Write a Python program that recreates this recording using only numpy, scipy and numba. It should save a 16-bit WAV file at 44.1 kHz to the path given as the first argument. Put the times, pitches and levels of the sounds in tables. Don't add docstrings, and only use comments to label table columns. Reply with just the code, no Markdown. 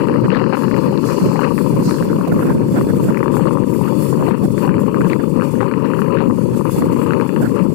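import sys
import numpy as np
from scipy import signal
from scipy.fft import rfft, irfft
from scipy.io import wavfile
from scipy.ndimage import uniform_filter1d, minimum_filter1d
from numba import njit

SR = 44100
rng = np.random.default_rng(int(sys.argv[2]) if len(sys.argv) > 2 else 0)


def file_out(sig):
    cols = np.atleast_2d(sig).T
    lim = np.clip(cols, -1, 1)
    pcm = np.round(lim * 32767).astype(np.int16)
    wavfile.write(sys.argv[1], SR, pcm)


N = 341334
TIME = np.arange(N) / SR

FIRING_HZ, FLUTTER_HZ = 48.6, 14.15
TOP_HZ = 15600
LEE_RISE_DB_PER_S, LEE_FALL_DB_PER_S, LEE_CALM_DB = 620, 317, -42

# frequency in Hz, relative response in dB.
EXHAUST_COLOUR = [(45, -59), (95, -45), (150, -2), (200, 52), (300, -64), (600, -44), (1500, -8),
                  (5000, -31)]
# frequency in Hz, relative response in dB.
ROAR_COLOUR = [(30, -12), (80, 32), (140, 67), (280, -13), (500, 18), (800, -16), (1050, 4), (1500, -25),
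               (2000, -12), (4000, -38)]

# time in seconds, level in dB above the usual.
HISS_COURSE = [(0.0, -3), (0.47, -10.5), (0.65, 1.5), (0.97, -4), (1.06, 8.5), (1.84, -5.5), (2.21, 2),
               (2.53, -2), (2.94, 5.5), (3.14, -2.5), (3.62, 7), (3.94, 5.5), (4.74, -6.5), (5.55, 3.5),
               (5.64, -2), (6.17, -5), (6.35, 1.5), (7.64, -2.5)]
# centre in seconds, rise in dB, half length in seconds.
HISS_SWELLS = [(0.59, 10.5, 0.032), (0.86, 7, 0.06), (1.61, 10, 0.096), (1.89, 15.5, 0.17),
               (2.28, 1, 0.088), (2.44, 6.5, 0.07), (2.78, 5.5, 0.073), (3.07, 8, 0.049), (3.36, 9, 0.029),
               (3.6, -8.5, 0.082), (4.06, 10.5, 0.086), (4.27, 9, 0.034), (4.45, 11, 0.052),
               (4.61, 15.5, 0.082), (4.84, 8, 0.063), (5.0, 4, 0.063), (5.1, 11, 0.031), (5.48, 1.5, 0.082),
               (5.99, 7, 0.068), (6.4, 2, 0.033), (6.57, 8.5, 0.036), (6.75, 15, 0.08), (7.01, 8, 0.093),
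               (7.45, 8.5, 0.13)]
# frequency in Hz, relative response in dB.
HISS_COLOUR_LEFT = [(1000, 9.5), (3600, 1.5), (4400, -3), (4900, 3.5), (5600, -11), (7600, 8.5), (9100, 1),
                    (10200, 11.5), (11300, 4), (12050, 8.5), (13150, 2.5), (14000, 11), (14900, 5),
                    (15300, -12)]
# frequency in Hz, relative response in dB.
HISS_COLOUR_RIGHT = [(1000, -1), (2600, -9), (3800, -18), (5100, 0.5), (6200, -1), (7500, 4.5), (9300, 1),
                     (10200, 4.5), (11200, -3), (14000, -4), (15800, -13)]
# frequency in Hz, relative response in dB.
RUSH_COLOUR = [(1000, -8), (2100, -9.5), (2600, 8.5), (3150, -17), (3450, 10.5), (3850, -18), (4350, 10.5),
               (4800, 0.5), (5800, -21), (12000, -31)]
# peak time in seconds, level at the right port in dB,
# rise in seconds, fade in seconds, brightness in dB.
SWISHES = [(.75, -45, 0.97, 1, 7), (1.075, -36, 0.037, 0.27, 18), (1.3, -47.5, 0.1, 0.73, -1),
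           (1.85, -33, 0.015, 0.13, 16), (6.73, -46, 0.025, 0.08, 16)]

# frequency in Hz, relative response in dB.
PORT_RIGHT = [(22, -40), (45, -19), (75, -20), (125, 4.5), (200, 8.5), (330, 8.5), (600, 4.5), (950, -11),
              (1500, 5), (2100, -11), (2900, -21), (3800, -31), (12000, -33)]
# start of the hold in seconds, hold in seconds,
# relative level in dB.
LEE_GUSTS = [(0.0, 0.033, -21), (0.087, 0.066, -17.5), (0.23, 0.03, -13.5), (0.3, 0.12, -28),
             (0.639, 0.011, -22), (0.728, 0.018, -32), (0.873, 0.026, -16.5), (0.953, 0.041, -30),
             (1.06, 0.01, -27), (1.13, 0.005, -22), (1.205, 0.087, -14.5), (1.346, 0.018, -29),
             (1.447, 0.05, -32), (1.721, 0.18, -16.5), (1.93, 0.02, -22), (2.019, 0.02, -13),
             (2.083, 0.12, -18.5), (2.28, 0.28, -14.5), (2.58, 0.094, -17), (2.718, 0.15, -16),
             (2.877, 0.15, -19), (3.018, 0.082, -14.5), (3.196, 0.097, -28.5), (3.336, 0.03, -27),
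             (3.403, 0.084, -29), (3.652, 0.11, -29), (4.006, 0.08, -28), (4.134, 0.01, -29),
             (4.185, 0.06, -17), (4.285, 0.018, -26), (4.431, 0.035, -16.5), (4.5, 0.025, -23),
             (4.572, 0.01, -31), (4.667, 0.032, -20), (4.749, 0.064, -18.5), (4.904, 0.054, -25),
             (4.99, 0.026, -14.5), (5.055, 0.053, -24), (5.168, 0.05, -42), (5.583, 0.086, -29),
             (5.736, 0.01, -46), (5.98, 0.048, -29), (6.11, 0.01, -30), (6.276, 0.018, -19.5),
             (6.343, 0.033, -30), (6.483, 0.005, -25), (6.529, 0.015, -15.5), (6.623, 0.14, -35),
             (6.772, 0.11, -17), (6.9, 0.11, -22), (7.06, 0.088, -27), (7.355, 0.039, -23),
             (7.408, 0.056, -14.5), (7.49, 0.05, -25), (7.657, 0.09, -36)]
# centre in seconds, relative level in dB, pitch in Hz.
THUMPS = [(0.255, -5, 197), (0.878, -14, 238), (1.793, -2, 240), (1.876, -4, 204), (2.017, -4, 220),
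          (2.325, -6, 203), (2.428, -11, 217), (2.497, -2, 234), (2.583, -12, 227), (2.728, -5, 206),
          (2.78, -2, 272), (2.817, -5, 257), (2.972, -11, 204), (3.039, -15, 297), (3.097, 0, 239),
          (4.451, -3, 236), (5.0, -6, 325), (6.537, -6.5, 190), (6.809, -11, 226), (6.843, -8, 235),
          (7.443, -11, 234)]
# centre in seconds, half length in seconds,
# bark level in dB, rasp level in dB.
RASPS = [(0.115, 0.0083, -38, -48), (0.251, 0.011, -32, -25.5), (1.056, 0.01, -32, -53),
         (1.218, 0.014, -35, -35), (1.603, 0.009, -40, -40), (1.744, 0.009, -30, -52),
         (1.793, 0.0081, -44, -36), (1.962, 0.007, -46, -37), (2.023, 0.012, -31, -44),
         (2.102, 0.014, -50, -31), (2.198, 0.012, -29, -52), (2.28, 0.008, -19, -45),
         (2.323, 0.0074, -22, -25), (2.39, 0.0052, -36, -30), (2.429, 0.008, -30, -23.5),
         (2.468, 0.0076, -31, -31), (2.499, 0.014, -24, -27), (2.525, 0.0055, -31, -30),
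         (2.62, 0.012, -34, -38), (2.775, 0.019, -21.5, -26), (2.9, 0.016, -30, -30.5),
         (3.093, 0.01, -26, -27), (3.206, 0.0098, -49, -35), (3.36, 0.01, -34, -52), (3.88, 0.01, -34, -32),
         (4.138, 0.011, -31, -34), (4.217, 0.035, -28, -39), (4.443, 0.016, -25.5, -40),
         (5.001, 0.01, -39, -52), (5.054, 0.0069, -28, -29), (5.202, 0.0078, -29, -28),
         (6.48, 0.009, -37, -54), (6.818, 0.01, -25, -40), (7.427, 0.0089, -23, -26),
         (7.458, 0.016, -29, -25.5), (7.703, 0.008, -30, -54)]
# frequency in Hz, relative response in dB.
BARK_COLOUR = [(350, -37), (600, 5), (790, 1), (1000, -9), (1250, -17), (1600, -35)]
# frequency in Hz, relative response in dB.
RASP_COLOUR = [(950, -34), (1350, 4.5), (1600, 4.5), (1900, -6), (2200, -12), (2800, -23.5), (3300, -23),
               (6000, -61)]

# frequency in Hz, relative response in dB.
PORT_LEFT = [(22, -43), (45, -28), (75, -29), (125, -5), (180, -0.5), (300, 3), (550, 4.5), (675, -16),
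             (780, -15), (930, 4.5), (1200, -1), (1950, -46), (2850, 0), (3300, -26), (4500, 2.5),
             (5600, -53), (12000, -31)]
# time in seconds, strength in dB above the usual.
WIND_COURSE = [(0.0, 18.5), (0.22, -6.5), (0.59, 8), (1.0, 6), (1.76, 0.2), (2.2, -4.5), (2.66, -14.5),
               (2.91, -10.5), (3.19, 6), (3.78, -2), (4.1, -3), (4.51, -17), (4.79, 2), (5.36, -6),
               (6.03, 6.5), (6.39, -5), (6.95, 2.5), (7.54, -5)]
# peak time in seconds, rise in dB, half length in seconds.
WIND_GUSTS = [(0.15, 5, 0.043), (0.35, 15, 0.12), (0.54, 17, 0.021), (1.14, 6, 0.073), (1.43, 11.5, 0.081),
              (1.99, 6, 0.2), (2.44, 12.5, 0.2), (2.81, 15, 0.083), (2.98, 6.5, 0.034), (3.51, 4.5, 0.063),
              (3.86, 10, 0.058), (4.31, 17, 0.14), (4.66, 14.5, 0.12), (5.02, 5.5, 0.086), (5.13, 7, 0.035),
              (5.42, 11.5, 0.059), (5.64, 8, 0.13), (5.85, 16, 0.017), (6.19, 8, 0.072),
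              (6.68, 13.5, 0.023), (7.14, 9.5, 0.13), (7.37, 8, 0.01), (7.61, 15.5, 0.056)]
# centre in seconds, change in dB, half length in seconds.
DIPS = [(0.577, -3, 0.03), (1.206, -10, 0.013), (1.974, -3, 0.015), (2.072, -7.5, 0.0069),
        (2.271, -9.5, 0.018), (2.413, -6, 0.013), (2.885, -5, 0.012), (4.392, -4, 0.0066),
        (4.921, -11, 0.0073), (6.338, -1.5, 0.016), (6.53, -7, 0.013), (6.634, -7, 0.012),
        (6.707, -7, 0.0071), (7.279, -2, 0.046)]
# centre in seconds, level in dB, pitch in Hz.
THROBS = [(0.289, -4.5, 177), (0.668, -4, 195), (1.231, -4.5, 182), (1.295, -8, 193), (1.578, -8, 250),
          (1.634, -10, 188), (1.747, -10, 185), (2.354, -10, 205), (3.429, -6.5, 172), (3.778, -7.5, 179),
          (3.82, -9.5, 178), (4.321, -3, 215), (4.441, -6, 200), (4.697, -5, 176), (4.854, -5, 204),
          (5.063, -4.5, 179), (5.411, -5.5, 206), (5.565, -5, 222), (6.013, -7, 220), (6.291, -6, 233),
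          (6.397, -6, 189), (6.556, -7.5, 227), (6.886, -7, 176), (6.951, -2.5, 253), (7.624, -2.5, 181),
          (7.693, -6, 190)]
# centre in seconds, level in dB, pitch in Hz.
KNOCKS = [(0.098, -26, 826), (0.368, -18, 694), (0.415, -19, 737), (0.528, -13, 820), (0.543, -15, 815),
          (0.927, -16, 830), (1.356, -18, 784), (1.473, -19, 814), (3.368, -18, 833), (3.397, -17, 820),
          (4.287, -16, 700), (4.647, -19, 803), (4.678, -15.5, 790), (5.628, -14, 820), (6.216, -19.5, 780),
          (6.824, -19, 805)]
# centre in seconds, level in dB,
# half length in seconds.
TEARS = [(0.35, -27, 0.033), (0.54, -34, 0.022), (4.31, -33, 0.018), (5.12, -32, 0.028),
         (5.62, -33.5, 0.025), (5.86, -35, 0.018), (6.19, -33, 0.035), (7.125, -37, 0.025)]
# frequency in Hz, relative response in dB.
TEAR_COLOUR = [(700, -34), (1100, 7), (2000, 7), (2800, -5), (3500, -5), (4500, -12), (5600, -22),
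               (9000, -45)]
# centre in seconds, relative body level in dB,
# pitch in Hz, relative crack level in dB.
SLAPS = [(0.073, -13, 1150, -39), (0.086, -14, 1030, -18.5), (0.098, -8.5, 955, -28),
         (0.127, -13, 1160, -32), (0.141, -15, 1190, -22), (0.16, -8.5, 1140, -28),
         (0.283, -8, 1070, -57.5), (0.304, -19, 1010, -11.5), (0.318, -16, 1430, -17),
         (0.349, -11, 1540, -18), (0.359, -8, 1160, -27), (0.367, -7, 1350, -29), (0.416, -15, 1200, -25),
         (0.435, -16, 1110, -39), (0.441, -14, 1250, -20), (0.464, -15, 1230, -26), (0.527, -10, 1160, -18),
         (0.536, -14, 1220, -25.5), (0.543, -27, 1120, -31), (0.553, -13, 1340, -29),
         (0.571, -9, 1030, -27), (0.623, -13, 1020, -26), (0.635, -9.5, 1170, -33),
         (0.683, -14.5, 1120, -26), (0.713, -16, 1350, -23), (0.743, -13.5, 1170, -21.5),
         (0.765, -14, 1080, -24.0), (0.976, -23, 1020, -25), (1.041, -14, 1190, -32),
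         (1.089, -13, 1130, -27), (1.1, -12, 1120, -32), (1.318, -9.5, 980, -50), (1.359, -12, 980, -25),
         (1.393, -2, 910, -20), (1.433, -7.5, 1330, -33), (1.466, -12, 1130, -33), (1.472, -16, 1125, -29),
         (1.58, -11.5, 1100, -16.5), (1.588, -13, 1140, -23), (1.664, -10.5, 1000, -41),
         (1.91, -13, 1190, -22), (1.927, -17, 1300, -32), (1.943, -21, 1350, -32), (1.985, -21, 1400, -31),
         (2.026, -12, 1370, -31), (2.131, -11.5, 1240, -48), (2.212, -12, 1200, -33),
         (2.394, -10, 1080, -38), (2.506, -8.5, 980, -48), (2.812, -8, 1140, -33), (3.146, -18, 1290, -21),
         (3.173, -14, 1100, -16), (3.193, -30, 1100, -22), (3.205, -15, 1060, -31.5), (3.23, -6, 1110, -20),
         (3.26, -9, 1060, -32), (3.281, -9.5, 1110, -22), (3.341, -13, 1060, -41), (3.369, -9.5, 1130, -22),
         (3.396, -14, 1060, -37), (3.456, -11, 1160, -37), (3.472, -6.5, 1190, -45),
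         (3.51, -8.5, 1090, -46), (3.573, -6.5, 1110, -43), (3.585, -11, 1030, -51),
         (3.814, -7.5, 900, -56), (3.925, -9.5, 930, -56), (4.129, -8.5, 960, -43),
         (4.211, -11.5, 1040, -43), (4.226, -9, 1020, -35), (4.311, -14, 970, -21), (4.345, -18, 1050, -30),
         (4.58, -20, 1320, -22), (4.678, -10, 990, -23), (4.693, -12, 1280, -21.5), (4.742, -24, 1200, -20),
         (4.782, -15, 1140, -26), (4.794, -12, 1060, -36), (4.945, -11, 1180, -21),
         (5.009, -11.5, 1290, -25), (5.017, -11.5, 1300, -23), (5.066, -11, 1080, -36),
         (5.1, -29, 1200, -15.5), (5.133, -13, 960, -12), (5.399, -10.5, 1180, -29),
         (5.411, -15, 1250, -19), (5.422, -8.5, 1140, -20), (5.607, -8, 1290, -24), (5.613, -9, 1220, -25),
         (5.63, -7, 1000, -20), (5.643, -14, 1090, -33), (5.714, -15, 1240, -21), (5.739, -14, 1180, -18.5),
         (5.846, -12, 1130, -41), (5.859, -21, 1090, -26), (5.936, -8, 1330, -28),
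         (5.992, -10.5, 1200, -27), (6.019, -9, 1190, -21.0), (6.172, -13, 1320, -18),
         (6.187, -19, 1190, -21), (6.206, -10, 1010, -23), (6.301, -10, 1020, -42), (6.31, -11, 1090, -36),
         (6.611, -9.5, 1030, -47.5), (6.655, -9.5, 1100, -33), (6.696, -11, 1080, -40.0),
         (6.823, -9, 1070, -27), (7.017, -14, 1140, -26), (7.063, -13, 1140, -29.0),
         (7.108, -10, 1310, -17), (7.123, -9.5, 1200, -32), (7.135, -9, 1320, -17), (7.2, -11, 1250, -25),
         (7.212, -15, 1080, -17), (7.293, -18, 1010, -20), (7.363, -17, 1370, -20)]
# centre in seconds, level in dB.
TICKS = [(0.358, -21), (0.369, -23), (0.977, -20.5), (1.911, -21), (5.101, -34), (5.133, -33)]


def undb(db):
    return 10 ** (np.asarray(db) / 20)


def curve(rows):
    return np.interp(TIME, *np.transpose(rows))


def unit(x):
    return x / np.sqrt(np.mean(x ** 2))


def smooth(x, seconds):
    size = max(int(seconds * SR), 1)
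    return uniform_filter1d(uniform_filter1d(x, size), size)


def flicker(seconds):
    return unit(smooth(rng.standard_normal(N), seconds))


def colour(x, points):
    size = 4096
    hz, db = np.transpose(points)
    bins = np.maximum(np.arange(size // 2 + 1) * SR / size, 1)
    response_db = np.interp(np.log(bins), np.log(hz), db)
    cepstrum = irfft(np.log(undb(response_db)))
    cepstrum[1:size // 2] *= 2
    cepstrum[size // 2 + 1:] = 0
    impulse = irfft(np.exp(rfft(cepstrum)))
    return signal.oaconvolve(x, impulse)[:len(x)]


def hold_level(x, seconds):
    return x / np.sqrt(np.abs(smooth(x ** 2, seconds)) + 1e-12)


@njit
def lowpass(x, hz):
    y, band, low = np.empty(len(x)), 0., 0.
    for i in range(len(x)):
        g = np.tan(np.pi * hz[i] / SR)
        v = (band + g * (x[i] - low)) / (1 + g * (g + np.sqrt(2.)))
        y[i] = low + g * v
        band, low = 2 * v - band, 2 * y[i] - low
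    return y


def eddies(hz, slowest_hz=35):
    hz = np.clip(hz, 20, 2000)
    highpass = signal.butter(2, slowest_hz, "high", fs=SR, output="sos")
    stirring = signal.sosfilt(highpass, rng.standard_normal(N))
    return unit(lowpass(stirring, hz) / np.sqrt(hz))


def bell_span(s, half_s):
    return slice(max(int((s - 3 * half_s) * SR), 0), max(int((s + 3 * half_s) * SR), 0))


def pip(s, db, hz, half_s, phase):
    span = bell_span(s, half_s)
    t = TIME[span] - s
    return span, undb(db) * np.exp(-(t / half_s) ** 2) * np.cos(2 * np.pi * (hz * t + phase))


def bells(rows):
    out = np.zeros(N)
    for s, db, half_s in rows:
        span, bell = pip(s, 0, 0, half_s, 0)
        out[span] += db * bell
    return out


def packets(rows, cycles, glide):
    out = np.zeros(N)
    for (s, db, hz), (phase, bend, length) in zip(rows, rng.standard_normal((len(rows), 3))):
        half_s = cycles / hz / 2 * undb(2 * length)
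        span = bell_span(s, half_s)
        u = (TIME[span] - s) / half_s
        turns = hz * half_s * (u + glide * bend * u ** 2) + phase
        out[span] += undb(db) * np.exp(-u ** 2) * np.cos(2 * np.pi * turns)
    return out


def vortices(per_second, centre_hz, octaves, cycles, size_db, glide):
    when, pitch, size = rng.random((int(per_second * N / SR), 3)).T
    level_db = -size_db * np.log(1 - size)
    hz = centre_hz * 2 ** (octaves * (pitch - .5))
    return unit(packets(np.array([when * N / SR, level_db, hz]).T, cycles, glide))


def bursts(rows, points):
    noise = hold_level(colour(rng.standard_normal(N), points), .008)
    out = np.zeros(N)
    for s, db, half_s in rows:
        span, bell = pip(s, db, 0, half_s, 0)
        out[span] += noise[span] * bell
    return out


def roar(level_db=-50):
    sides = np.array([unit(colour(rng.standard_normal(N), ROAR_COLOUR)) for _ in range(2)])
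    return sides * undb(level_db + 1.5 * flicker(.3))


def engine(level_db=-51, tunnel_db=-1, t60_s=1.5):
    cycles = np.floor(np.cumsum(FIRING_HZ * (1 + 0.0047 * flicker(1.0))) / SR)
    firings = np.diff(cycles, prepend=0) * undb(9.9 * flicker(0.0061))
    direct = unit(colour(firings, EXHAUST_COLOUR))
    decay = np.exp(-np.log(1000) * TIME[:2 * SR] / t60_s)
    tails = rng.standard_normal((2, 2 * SR)) * decay
    echo = np.array([unit(signal.fftconvolve(direct, tail)[:N]) for tail in tails])
    return undb(level_db) * (direct + undb(tunnel_db) * echo)


def shimmer(x, depth_db, size=1024):
    spectra = signal.stft(x, nperseg=size)[2]
    drift = uniform_filter1d(rng.standard_normal(spectra.shape), size=4, axis=0)
    drift = uniform_filter1d(drift, size=10, axis=1)
    return signal.istft(spectra * undb(depth_db * unit(drift)), nperseg=size)[1][:N]


def wander(x, split_hz=9000, depth_db=1.7):
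    low = signal.sosfiltfilt(signal.butter(3, split_hz, fs=SR, output="sos"), x)
    return low * undb(depth_db * flicker(0.042)) + (x - low) * undb(depth_db * flicker(0.027))


def hiss(pinned, choke=0.12, pulse_db=3, left_db=-46.5, right_db=-47.0, left_share=0.99,
         right_share=0.78, lee_swell_share=0.81, waver_db=0.5, rush_db=-52, rush_share=0.7):
    course_db = curve(HISS_COURSE) + waver_db * flicker(0.034)
    swell_db = bells(HISS_SWELLS)
    lee_db = course_db + lee_swell_share * swell_db

    flutter_cycles = np.cumsum(FLUTTER_HZ * (1 + 0.006 * flicker(0.16))) / SR
    pulse = np.cos(np.pi * flutter_cycles) ** 12
    flutter_db = pulse_db * (pulse - pulse.mean()) + 1.3 * flicker(0.02)

    left, right, rush = (shimmer(rng.standard_normal(N), 3.5) for _ in range(3))
    left = wander(colour(left, HISS_COLOUR_LEFT)) * (1 - choke * pinned)
    left = unit(left * undb(flutter_db)) * undb(left_db + left_share * (course_db + swell_db))
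    right = unit(colour(right, HISS_COLOUR_RIGHT) * undb(flutter_db))
    right = right * undb(right_db + right_share * lee_db)
    rush = unit(colour(rush, RUSH_COLOUR)) * undb(rush_db + rush_share * lee_db)
    return np.array([left, right + rush])


def swishes(left_db=-6):
    out = np.zeros((2, N))
    for s, db, rise_s, fade_s, bright_db in SWISHES:
        swell = undb(db) * np.exp(-np.maximum((s - TIME) / rise_s, (TIME - s) / fade_s))
        shape = [(3400, -17), (4200, 16.0), (4850, 13.0),
                 (6000, bright_db - 6.5), (8000, bright_db - 9.5), (11000, bright_db - 24)]
        for side, side_db in enumerate((left_db, 0)):
            out[side] += unit(colour(rng.standard_normal(N), shape)) * swell * undb(side_db)
    return out


def lee_strength(waver_db=1.5, waver_s=0.018):
    power = undb(LEE_CALM_DB) ** 2
    for s, hold_s, db in LEE_GUSTS:
        before_db = LEE_RISE_DB_PER_S * np.maximum(s - TIME, 0)
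        after_db = LEE_FALL_DB_PER_S * np.maximum(TIME - s - hold_s, 0)
        power = power + undb(db - before_db - after_db) ** 2
    return 10 * np.log10(power) + waver_db * flicker(waver_s)


def sheltered(gust_db, eddy_hz=175, overload_db=-13, level_db=-2.0, speed_share=.75, flicker_db=2.2):
    excess_db = gust_db - overload_db
    pressure = eddies(eddy_hz * undb(speed_share * excess_db))
    pressure = pressure * undb(excess_db + flicker_db * flicker(0.011))
    return hold_level(colour(np.tanh(pressure), PORT_RIGHT), .025) * undb(gust_db + level_db)


def thumps(level_db=-2):
    return packets(THUMPS, cycles=1.9, glide=0.078) * undb(level_db)


def rasps(gust_db, burble_db=-10, fizz_db=-28, fizz_share=0.54, usual_db=-17):
    bark = bursts([(s, db, half_s) for s, half_s, db, _ in RASPS], BARK_COLOUR)
    rasp = bursts([(s, db, half_s) for s, half_s, _, db in RASPS], RASP_COLOUR)
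    burble = vortices(per_second=130, centre_hz=293, octaves=1.86, cycles=3.2, size_db=2.5, glide=0.019)
    fizz = vortices(per_second=260, centre_hz=1400, octaves=1.9, cycles=4, size_db=3.0, glide=0.02)
    fizz_level_db = usual_db + fizz_share * (gust_db - usual_db) + fizz_db
    return bark + rasp + burble * undb(gust_db + burble_db) + fizz * undb(fizz_level_db)


def wind_strength(waver_db=2.5, waver_s=0.035):
    return curve(WIND_COURSE) + bells(WIND_GUSTS) + waver_db * flicker(waver_s)


def surges():
    rates = [(5, -8), (14, -2), (28, 0), (48, -2), (80, -20), (300, -60)]
    return 3.2 * unit(colour(rng.standard_normal(N), rates))


def lulls(depth_db=6, lead_s=.005, length_s=.007):
    return -depth_db * np.minimum(1, bells([(row[0] - lead_s, 1, length_s) for row in SLAPS]))


def windward(gust_db, lull_db, eddy_hz=140, drive_db=4, gust_share=0.9, speed_share=0.19,
             level_db=-11.5, waver_db=1.5, split_hz=700, rumble_lull_share=0.034):
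    pressure = eddies(eddy_hz * undb(speed_share * gust_db))
    swing = np.tanh(pressure * undb(drive_db + gust_share * gust_db))
    buffet = hold_level(colour(swing, PORT_LEFT), .03)
    rumble = signal.sosfiltfilt(signal.butter(6, split_hz, fs=SR, output="sos"), buffet)
    upper = buffet - rumble
    buffet = rumble * undb(rumble_lull_share * lull_db) + upper * undb(lull_db)
    return buffet * undb(level_db + waver_db * flicker(0.013)), swing ** 2


def throbbing(buffet, yield_db=-6, half_s=0.0046):
    change_db = bells(DIPS) + bells([(s, yield_db, half_s) for s, _, _ in THROBS])
    return buffet * undb(change_db) + packets(THROBS, cycles=3.75, glide=0.055)


def crackle(gust_db, surge_db, rattle_db=-35.0, rattle_share=0.71, snap_db=-46.0, snap_share=1.0,
            surge_share=0.21, sizzle_db=-46.0, sizzle_share=0.74):
    rattle = vortices(per_second=300, centre_hz=1080, octaves=.45, cycles=4.5, size_db=1.5, glide=.04)
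    snap = vortices(per_second=450, centre_hz=1650, octaves=.7, cycles=4, size_db=1.8, glide=.05)
    sizzle = vortices(per_second=450, centre_hz=2600, octaves=.3, cycles=6, size_db=1.5, glide=.03)
    return (rattle * undb(rattle_db + rattle_share * gust_db + surge_db)
            + snap * undb(snap_db + snap_share * gust_db + surge_share * surge_db)
            + sizzle * undb(sizzle_db + sizzle_share * gust_db + surge_share * surge_db))


def knocks():
    return packets(KNOCKS, cycles=7.0, glide=0.027)


def tears():
    return bursts(TEARS, TEAR_COLOUR)


def strays(wind_db, count, level_db, share, centre_hz, octaves, spread_db):
    when, size, pitch = rng.random((count, 3)).T
    seconds = (np.arange(count) + when) / count * TIME[-1]
    peak_db = level_db + share * np.interp(seconds, TIME, wind_db) + spread_db * (size - .5)
    return list(zip(seconds, peak_db, centre_hz * 2 ** (octaves * (pitch - .5))))


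def slaps(hits, body_db=-3.0, ring_db=-11, ring_hz=1000, ring_s=0.0016, crack_gain_db=-1.5,
          crack_hz=2480, edge_db=-19, edge_hz=4350):
    body_cycles, crack_s, edge_s = 3, .00095, .0009
    snap_db, snap_hz, snap_s, wake_db, wake_s = -3, 1680, .0013, -5, .004
    colour_spread, edge_spread_db = .14, 6
    out = np.zeros(N)
    for (s, db, hz, crack_db), (phase, lag, *own) in zip(hits, rng.random((len(hits), 5))):
        snap_shift, crack_shift, edge_shift = 2 * np.array(own) - 1
        middle_db = (db + crack_db) / 2
        own_snap_hz = snap_hz * (1 + colour_spread * snap_shift)
        own_crack_hz = crack_hz * (1 + colour_spread * crack_shift)
        own_edge_db = crack_db + edge_db + edge_spread_db * edge_shift
        parts = [(s, db + body_db, hz, body_cycles / hz / 2),
                 (s, db + ring_db, ring_hz, ring_s),
                 (s, middle_db + snap_db, own_snap_hz, snap_s),
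                 (s, crack_db + crack_gain_db, own_crack_hz, crack_s),
                 (s, own_edge_db, edge_hz, edge_s),
                 (s + wake_s * (.5 + lag), middle_db + wake_db, (hz + snap_hz) / 2, crack_s)]
        for part in parts:
            span, sound = pip(*part, phase)
            out[span] += sound
    return out


def ticks(hz=4200, half_s=.0004):
    out = np.zeros(N)
    for (s, db), phase in zip(TICKS, rng.random(len(TICKS))):
        span, sound = pip(s, db, hz, half_s, phase)
        out[span] += sound
    return out


def scene(stray_crack_db=-15):
    gust_db, lee_db, surge_db, lull_db = wind_strength(), lee_strength(), surges(), lulls()
    faint = strays(gust_db, count=70, level_db=-25, share=.5, centre_hz=1250, octaves=0.7, spread_db=4)
    hits = SLAPS + [(s, db, hz, db + stray_crack_db) for s, db, hz in faint]
    buffet, pinned = windward(gust_db + surge_db, lull_db)
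    ride = roar() + engine() + hiss(pinned) + swishes()
    right = sheltered(lee_db) + thumps() + rasps(lee_db)
    left = throbbing(buffet) + crackle(gust_db, surge_db) * undb(lull_db)
    left = left + knocks() + tears() + slaps(hits) + ticks()
    return ride + np.array([left, right])


def record(dry, ceiling=0.79, hold_s=0.0012):
    room = np.minimum(1, ceiling / (np.abs(dry) + 1e-9))
    gain = smooth(minimum_filter1d(room, 2 * int(hold_s * SR) + 1), hold_s)
    return signal.sosfilt(signal.ellip(8, .2, 80, TOP_HZ, fs=SR, output="sos"), dry * gain)


dry = scene()
out = record(dry)
file_out(out)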